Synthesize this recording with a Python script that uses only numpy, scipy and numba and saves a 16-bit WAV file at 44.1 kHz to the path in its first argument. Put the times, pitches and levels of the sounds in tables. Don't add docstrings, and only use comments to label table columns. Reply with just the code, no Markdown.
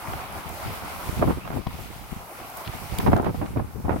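import sys
import numpy as np
from scipy import signal
from scipy.fft import rfft, irfft
from scipy.io import wavfile
from scipy.ndimage import uniform_filter1d
from numba import njit

SR = 44100
rng = np.random.default_rng(int(sys.argv[2]) if len(sys.argv) > 2 else 0)


def pcm_store(signal):
    levels = np.round(np.clip(np.atleast_2d(signal), -1, 1) * 32767)
    wavfile.write(sys.argv[1], SR, levels.astype(np.int16).T)


N = 176400

EDDY_SPREAD_DB = 4.5

EDDIES_PER_S, EDDY_DB = 60, 0
GUST_TILT, GUST_MID_DB = 0.052, -29
BUFFET_DB, BUFFET_PER_S = 2.0, 35
EVEN_S, EVEN_SHARE = 0.036, 0.46

PUFF_ATTACK_S, PUFF_TRIM_DB, PUFF_ROUGH_DB = 0.0039, -1.5, 2.5
PUFF_RIGHT_TILT_DB = 0.5
PUFF_EDDIES_PER_S, PUFF_EDDY_DB, PUFF_KICK_DB = 600, -0.5, 8.5

THUMP_CYCLES = 1.46
DROP_TRIM_DB = 1.5

FIZZ_PER_S, FIZZ_DB, FIZZ_SPREAD_DB = 900, -9.5, 2.5
SWELL_DB, SWELL_PER_S = 0.9, 24
CHURN_DB, CHURN_PER_S = 1.0, 20
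FLICKER_DB, FLICKER_PER_S = 1.0, 18
BUBBLES_PER_S, BUBBLE_DB, BUBBLE_SPREAD_DB = 1200, -7.5, 1.5
BUBBLE_EVEN = 0.03
BUBBLE_CYCLES, BUBBLE_GLIDE = 7.1, 0.26

DUCK_FROM_DB, DUCK_SHARE, DUCK_S = -29, 0.21, 0.078
TOP_HZ = 15850


def undb(db):
    return 10 ** (np.asarray(db) / 20)


def unit(x):
    return x / np.sqrt(np.mean(x ** 2))


def pan(pan_db):
    return np.array([[pan_db], [-pan_db]]) / 2


def curve(table, index):
    times, values = np.array(table)[:, [0, index]].T
    return np.interp(np.arange(N) / SR, times, values)


def shape(table, hz):
    points = np.array(table)
    return np.interp(np.log(hz), np.log(points[:, 0]), points[:, 1])


def walk(rate):
    k = int(SR / rate)
    steps = np.repeat(rng.standard_normal(N // k + 1), k)
    smooth = uniform_filter1d(uniform_filter1d(steps, k), k)
    return unit(smooth[:N])


def bands(x, table):
    hz = np.maximum(np.fft.rfftfreq(N, 1 / SR), 1)
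    low_hz, high_hz = table[0][0], table[-1][0]
    inside = (hz >= low_hz) & (hz <= high_hz)
    coloured = irfft(rfft(x) * undb(shape(table, hz)) * inside, N)
    spec = rfft(unit(coloured))
    for centre in low_hz * 2 ** np.arange(0, np.log2(high_hz / low_hz) + 0.5, 0.5):
        triangle = np.maximum(1 - 2 * abs(np.log2(hz / centre)), 0)
        yield centre, irfft(spec * triangle, N)


def burst(start_s, attack_s, decay_s):
    a = int(start_s * SR)
    t = np.arange(min(int((attack_s + 6 * decay_s) * SR), N - a)) / SR
    env = np.minimum(t / attack_s, 1) * np.exp(-np.maximum(t - attack_s, 0) / decay_s)
    return slice(a, a + len(t)), env


def eddies(rate, db, spread_db):
    u, noise = rng.random((2, N)), rng.standard_normal((2, 2, N))
    kicks = (u < rate / SR) * np.sign(noise[0]) * undb(spread_db * abs(noise[0]))
    return noise[1] + undb(db) * unit(kicks)


def splat(noise, hz, width, env, order):
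    edges = [hz / 2 ** (width / 2), hz * 2 ** (width / 2)]
    sos = signal.butter(order, edges, "band", fs=SR, output="sos")
    x = signal.sosfilt(sos, noise) * env
    return x * np.sqrt(np.sum(env ** 2) / np.mean(np.sum(x ** 2, axis=1)))


def wind():
    # time in seconds, left level in dB, right level in dB.
    gusts = [(0.0, -69, -51), (0.045, -46, -38.5), (0.07, -38, -45), (0.09, -32, -37.5), (0.16, -33, -36),
             (0.18, -58, -35), (0.274, -41, -52), (0.394, -37, -41), (0.429, -44, -53), (0.469, -31, -54),
             (0.499, -51, -35.5), (0.614, -49, -40), (0.659, -29, -32.5), (0.688, -26, -31),
             (0.763, -43.5, -40.5), (0.978, -40.5, -41.5), (1.053, -61, -36), (1.068, -34, -39),
             (1.093, -44, -23), (1.137, -28.5, -60), (1.177, -31.5, -25), (1.232, -19, -20),
             (1.247, -19, -42), (1.272, -16, -16.5), (1.352, -31.5, -40), (1.377, -24, -20),
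             (1.397, -39, -44), (1.457, -38, -33), (1.482, -30.5, -43), (1.507, -31.5, -34.5),
             (1.527, -37, -56), (1.546, -21, -38), (1.601, -26.5, -43), (1.651, -49, -59),
             (1.671, -19.5, -29.5), (1.716, -50, -37), (1.731, -33, -43), (1.756, -31, -33),
             (1.776, -42, -49), (1.801, -28.5, -47), (1.861, -45, -37), (1.921, -53, -38),
             (1.941, -37, -55), (1.985, -43.5, -38), (2.06, -44, -39), (2.085, -50, -44),
             (2.13, -26.5, -53), (2.15, -49, -55), (2.17, -39, -41), (2.315, -53, -84), (2.415, -46.5, -40),
             (2.529, -49.5, -70), (2.589, -44, -41), (2.654, -81, -49), (2.674, -29, -33),
             (2.694, -61, -30), (2.764, -29, -65), (2.799, -53, -41), (2.829, -48, -38.5),
             (2.908, -42, -36), (2.943, -32, -23), (2.968, -31, -55), (2.993, -23, -19.5),
             (3.018, -25, -31), (3.063, -18, -20), (3.088, -11, -19), (3.118, -23, -17), (3.138, -8.5, -7),
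             (3.183, -26, -42), (3.203, -25, -32), (3.253, -24, -26), (3.273, -18, -20),
             (3.312, -24.5, -21.5), (3.327, -33, -37), (3.352, -27, -26), (3.367, -40, -34),
             (3.407, -32, -24), (3.442, -23.5, -44), (3.472, -38, -41), (3.492, -26, -32),
             (3.542, -37, -34), (3.572, -24, -28), (3.622, -34.5, -26.5), (3.652, -32, -41),
             (3.677, -48, -40), (3.692, -38, -34), (3.737, -41.5, -54), (3.756, -30, -41),
             (3.831, -40, -36), (3.851, -25, -34), (3.871, -42, -32), (3.889, -27, -30), (3.905, -38, -15),
             (3.926, -22, -32), (3.946, -26, -27), (3.964, -29, -30), (3.975, -37, -40), (3.996, -29, -29)]
    # frequency in Hz, relative density in dB per Hz before the gust tilt.
    rumble = [(18, -56), (30, -6.5), (60, 1), (120, -1), (200, -5.5), (300, -13), (500, -16.5), (900, -78)]
    level_db = np.array([curve(gusts, index=1), curve(gusts, index=2)])
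    tilt_db = GUST_TILT * (level_db - GUST_MID_DB)
    low = 0
    for hz, x in bands(eddies(EDDIES_PER_S, EDDY_DB, EDDY_SPREAD_DB), rumble):
        low = low + x * undb(tilt_db * np.log2(hz / 100))
    power = uniform_filter1d(low ** 2, int(EVEN_S * SR))
    evened = low / power ** (EVEN_SHARE / 2)
    buffet = undb(BUFFET_DB * np.array([walk(BUFFET_PER_S), walk(BUFFET_PER_S)]))
    return unit(evened * buffet) * undb(level_db)


def puffs():
    # start in seconds, level in dB before the common trim,
    # left minus right in dB, decay in ms, brightness on the left in dB per octave.
    blasts = [(0.132, -25, -3, 4.4, 3), (0.82, -32.5, -1, 28, -8), (1.087, -33, 6, 8, 7),
              (1.214, -20.5, -1, 11, 0.5), (1.223, -11.5, -1.5, 7.9, -0.7), (1.239, -20, 8, 6.1, -2),
              (1.252, -31, -3, 14, -5), (1.272, -15, -2, 11, -2.5), (1.285, -18, -4, 7.2, -9),
              (1.295, -22.5, -10, 7.4, 1.5), (1.305, -16, 0, 3.5, -2.5), (1.312, -31, 9, 16, 6),
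              (1.37, -28.5, -9, 11.4, -4), (1.448, -34.5, -3, 24, 4), (1.474, -32.5, -9, 5, 4),
              (1.501, -25.5, -3, 2.9, 4), (1.513, -31.5, -10, 4, 3), (1.523, -30, -4, 12, 3),
              (1.565, -28, -5, 6.4, -7), (1.55, -30, -2, 27, -2), (1.578, -36, -7, 7.7, -8),
              (1.786, -33.5, -3, 11, 0), (2.733, -29, -5, 4.6, 2.5), (2.947, -52, -4, 10.4, -4),
              (2.998, -26.5, -4.0, 11, 7.5), (3.027, -23, -4, 12, -7), (3.061, -16.5, -10, 6.7, 1.9),
              (3.069, -16.5, -1, 16, 1.5), (3.082, -17, -13, 12, -6.5), (3.094, -30, -12, 9.8, -11),
              (3.116, -20, 1, 9.7, 2), (3.129, -7.5, -8, 6, -0.7), (3.161, -12.5, -6, 6, -0.2),
              (3.172, -20, -5, 11, -6), (3.182, -23, 14, 7.5, 1), (3.195, -14.5, -1.5, 14, -2),
              (3.225, -26.5, -15, 8.4, -2), (3.242, -26.5, -5, 27, 5), (3.263, -17.5, -7.5, 14, -2),
              (3.298, -24, 20, 3.9, -8.5), (3.342, -22.5, 4.5, 10, -5), (3.41, -22, -7, 8.4, -1.5),
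              (3.422, -22, 0.5, 21, -2.8), (3.458, -42, -10, 4.3, 9), (3.558, -18, -2.5, 12, -5.5),
              (3.57, -32.5, -5, 24, 2), (3.592, -23, 3, 9.6, -2.5), (3.619, -41, -15, 8.1, -15),
              (3.798, -27, -2, 3.9, -10), (3.844, -30.5, -8, 34, -1.5), (3.88, -20.5, 8, 8.9, -2.3),
              (3.892, -19.5, -7.5, 17, -0.5), (3.913, -27, 4, 24, 2.1), (3.937, -27, 0, 14, -6),
              (3.958, -23, 5, 9, -3)]
    # frequency in Hz, relative density in dB per Hz before the brightness.
    air_colour = [(90, -9), (170, -7), (260, 0.5), (480, -5.5), (760, -3), (1200, -10.5), (1700, -20),
                  (3400, -37.5), (7000, -59)]
    rough = undb(PUFF_ROUGH_DB * np.array([walk(250), walk(250)]))
    drive = eddies(PUFF_EDDIES_PER_S, PUFF_EDDY_DB, EDDY_SPREAD_DB) * rough
    crests = ((np.array(blasts)[:, 0] + PUFF_ATTACK_S) * SR).astype(int)
    drive[:, crests] = undb(PUFF_KICK_DB) * rng.choice([-1, 1], (len(crests), 2)).T
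    parts = list(bands(drive, air_colour))
    out = np.zeros((2, N))
    for s, db, pan_db, decay_ms, tilt_db in blasts:
        at, env = burst(s, PUFF_ATTACK_S, decay_ms / 1000)
        tilts = np.array([[tilt_db], [tilt_db + PUFF_RIGHT_TILT_DB]])
        air = sum(x[:, at] * undb(tilts * np.log2(hz / 600)) for hz, x in parts) * env
        air = air * np.sqrt(np.sum(env ** 2) / np.sum(air ** 2, axis=1, keepdims=True))
        out[:, at] += air * undb(db + PUFF_TRIM_DB + pan(pan_db))
    return out


def thumps_and_knocks():
    # start in seconds, window peak level in dB,
    # pitch in Hz, left minus right in dB.
    knocks = [(0.085, -33, 120, 0), (1.208, -21, 178, 1), (1.2245, -9, 800, -10), (1.228, -11, 500, 1),
              (1.241, -12, 600, -3), (1.274, -27, 260, 5), (1.304, -11, 210, 7), (1.33, -28, 110, -2),
              (1.5, -21, 149, -1), (1.561, -26, 202, 5), (2.124, -36, 110, -4), (2.161, -26, 140, 1),
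              (2.691, -25, 121, -2), (2.992, -12.5, 140, -2), (3.063, -10, 443, -5), (3.08, -15, 600, -2),
              (3.089, -6, 202, 6), (3.13, -6, 650, -3), (3.133, -9, 505, 2), (3.142, -12, 99, -3),
              (3.197, -9, 700, 2), (3.263, -13, 130, 1), (3.57, -21, 350, 3), (3.853, -22, 70, 13),
              (3.884, -24, 605, 5), (3.8942, -13, 800, -1), (3.959, -21, 190, 6)]
    out = np.zeros((2, N))
    turns = rng.random((len(knocks), 2, 1))
    for (s, db, hz, pan_db), turn in zip(knocks, turns):
        a, n = int(s * SR), int(THUMP_CYCLES * SR / hz)
        swing = np.hanning(n) * np.sin(2 * np.pi * (hz * np.arange(n) / SR + turn))
        out[:, a:a + n] += swing * undb(db + pan(pan_db))
    return out


def drops():
    # start in seconds, level in dB before the common trim, centre in Hz,
    # left minus right in dB, decay in ms, width in octaves.
    ticks = [(0.3244, -43, 8740, 2, 2.3, 0.98), (0.4658, -49, 9820, 0.0, 2.5, 0.9),
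             (0.491, -36.5, 11800, -0.5, 2.5, 0.9), (0.5437, -45, 10500, -2, 2.5, 0.9),
             (2.4993, -41, 12600, -1, 2.5, 0.76), (2.5703, -33.5, 13500, 0.0, 2.5, 0.9),
             (2.9853, -24, 13100, -5, 0.85, 0.8), (2.9841, -33.5, 6960, 4, 2, 1.1),
             (3.0712, -40, 3200, -3, 0.92, 1), (3.128, -43, 4500, -1, 1, 1.6),
             (3.165, -32.5, 3320, -2, 0.73, 2.1), (3.245, -43, 4200, 0, 1.5, 1.6),
             (3.1754, -37, 13600, 2.5, 2.5, 0.9), (3.2195, -44, 9010, 3, 2.5, 0.9),
             (3.3094, -48, 11200, 2, 2.5, 0.9)]
    out, noise = np.zeros((2, N)), rng.standard_normal((2, N))
    for s, db, hz, pan_db, decay_ms, width in ticks:
        at, env = burst(s, 0.0014, decay_ms / 1000)
        tick = splat(noise[:, at], hz, width, env, order=1)
        out[:, at] += tick * undb(db + DROP_TRIM_DB + pan(pan_db))
    return out


def slaps_and_whistle():
    # start in seconds,
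    # level in dB, centre in Hz, width in octaves, decay in ms.
    resonant_bursts = [(0.071, -28, 1090, 1.34, 2), (0.82, -41, 1000, 1, 2), (1.408, -45, 2530, 0.12, 22),
                       (1.432, -45, 2660, 0.13, 12), (1.446, -46, 2650, 0.12, 10),
                       (2.732, -34.5, 1010, 1.8, 3), (3.415, -45, 1880, 0.86, 17),
                       (3.462, -41.5, 1800, 0.88, 2.7), (3.57, -45.5, 2000, 1.1, 8),
                       (3.598, -47.5, 1700, 1, 14), (1.665, -26, 880, 0.54, 4.3),
                       (1.667, -38.5, 2830, 1.4, 4.2), (2.646, -36.5, 1010, 3.2, 6.7),
                       (2.657, -43, 2660, 1.3, 22), (2.674, -32.5, 2310, 1.7, 1.9),
                       (2.9845, -27.5, 2800, 1.05, 1.5)]
    out, noise = np.zeros((2, N)), rng.standard_normal((2, N))
    for s, db, hz, width, decay_ms in resonant_bursts:
        at, env = burst(s, 0.003, decay_ms / 1000)
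        shared = noise[:, at] + noise[0, at]
        out[:, at] += splat(shared, hz, width, env, order=3) * undb(db)
    return out


@njit
def ring(start, hz, cycles, glide, size, n):
    out = np.zeros(n)
    for k in range(len(start)):
        length, phase = int(3 * cycles * SR / hz[k]), 0.
        for i in range(min(length, n - start[k])):
            age = i * hz[k] / SR / cycles
            phase += 2 * np.pi * hz[k] * (1 + glide * age) / SR
            out[start[k] + i] += size[k] * np.sin(phase) * np.exp(-2 * age)
    return out


def bubbles():
    u = rng.random((int(BUBBLES_PER_S * N / SR), 3))
    start = (u[:, 0] * N).astype(np.int64)
    hz = 250 + 3500 * u[:, 1]
    size = undb(-BUBBLE_SPREAD_DB * np.log(u[:, 2] + BUBBLE_EVEN)) * np.sqrt(hz)
    return unit(ring(start, hz, 1. * BUBBLE_CYCLES, 1. * BUBBLE_GLIDE, size, N))


def water():
    # time in seconds, then foam, wash and spray level in dB
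    wave = [(0.0, -37.5, -44.5, -47.5), (0.2, -35.5, -46, -45), (0.38, -37, -44.5, -46),
            (0.59, -37.5, -45, -44.5), (0.81, -36, -42, -44.5), (1.06, -38, -43.5, -43.5),
            (1.19, -37.5, -41.5, -43.5), (1.44, -44, -48, -49.5), (1.75, -44.5, -48, -48),
            (2.0, -46.5, -48, -49), (2.41, -42, -49.5, -48), (2.7, -41, -49, -46), (2.9, -43, -46, -46),
            (3.03, -36.5, -44.5, -44.5), (3.14, -34.5, -47.5, -48), (3.21, -44, -48.5, -49),
            (3.36, -44.5, -48.5, -49.5), (3.59, -47.5, -53.5, -53), (3.87, -50, -58, -55),
            (4.0, -51, -55, -54)]
    # frequency in Hz, relative density in dB per Hz.
    foam = [(150, -7), (300, -6), (460, -7.5), (760, 1), (1050, -2), (1400, -5.5), (1700, -14), (2500, -17)]
    wash = [(1200, -3.5), (1700, -7), (2100, -2), (2800, -5), (3700, -9.5), (5000, -10.5), (7000, -42)]
    spray = [(3500, -10), (5500, -4), (7200, -6.5), (9000, -3.5), (11000, -2), (13200, -0.5), (14200, -5),
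             (16500, -2)]
    # frequency in Hz, likeness from 0 to 1.
    likeness = [(300, 0.99), (640, 0.75), (1400, 0), (3000, 0)]
    # time in seconds, tilt in dB per octave.
    foam_tilt = [(0.0, 2), (0.4, 0.5), (0.9, 1), (1.3, 0.5), (2.0, 0), (2.6, 0.5), (3.2, -0.5), (4.0, 2.5)]
    out, swell = 0, SWELL_DB * walk(SWELL_PER_S)
    for k, table in enumerate((foam, wash, spray)):
        drive = eddies(FIZZ_PER_S, FIZZ_DB, FIZZ_SPREAD_DB)
        if k < 2:
            drive = drive + undb(BUBBLE_DB) * np.array([bubbles(), bubbles()])
        layer, churn = 0, CHURN_DB * walk(CHURN_PER_S)
        tilt = curve(foam_tilt, index=1) if k == 0 else 0
        for hz, (mid, side) in bands(drive, table):
            like = shape(likeness, hz)
            spread = np.sqrt((1 - like) / 2) * side * np.array([[1], [-1]])
            pair = np.sqrt((1 + like) / 2) * mid + spread
            flicker = FLICKER_DB * walk(FLICKER_PER_S)
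            layer = layer + pair * undb(swell + flicker + churn + tilt * np.log2(hz / 800))
        out = out + layer * undb(curve(wave, index=k + 1))
    return out


def scene():
    return wind() + puffs() + thumps_and_knocks() + drops() + slaps_and_whistle() + water()


def record(dry):
    keep = np.exp(-1 / (DUCK_S * SR))
    power = signal.lfilter([1 - keep], [1, -keep], np.mean(dry ** 2, axis=0))
    loud_db = 10 * np.log10(power + 1e-12)
    ducked = dry * undb(-DUCK_SHARE * np.maximum(loud_db - DUCK_FROM_DB, 0))
    soft = np.tanh(ducked)
    top_cut = signal.ellip(12, 0.2, 70, TOP_HZ, fs=SR, output="sos")
    return signal.sosfilt(top_cut, soft)


dry = scene()
out = record(dry)
pcm_store(out)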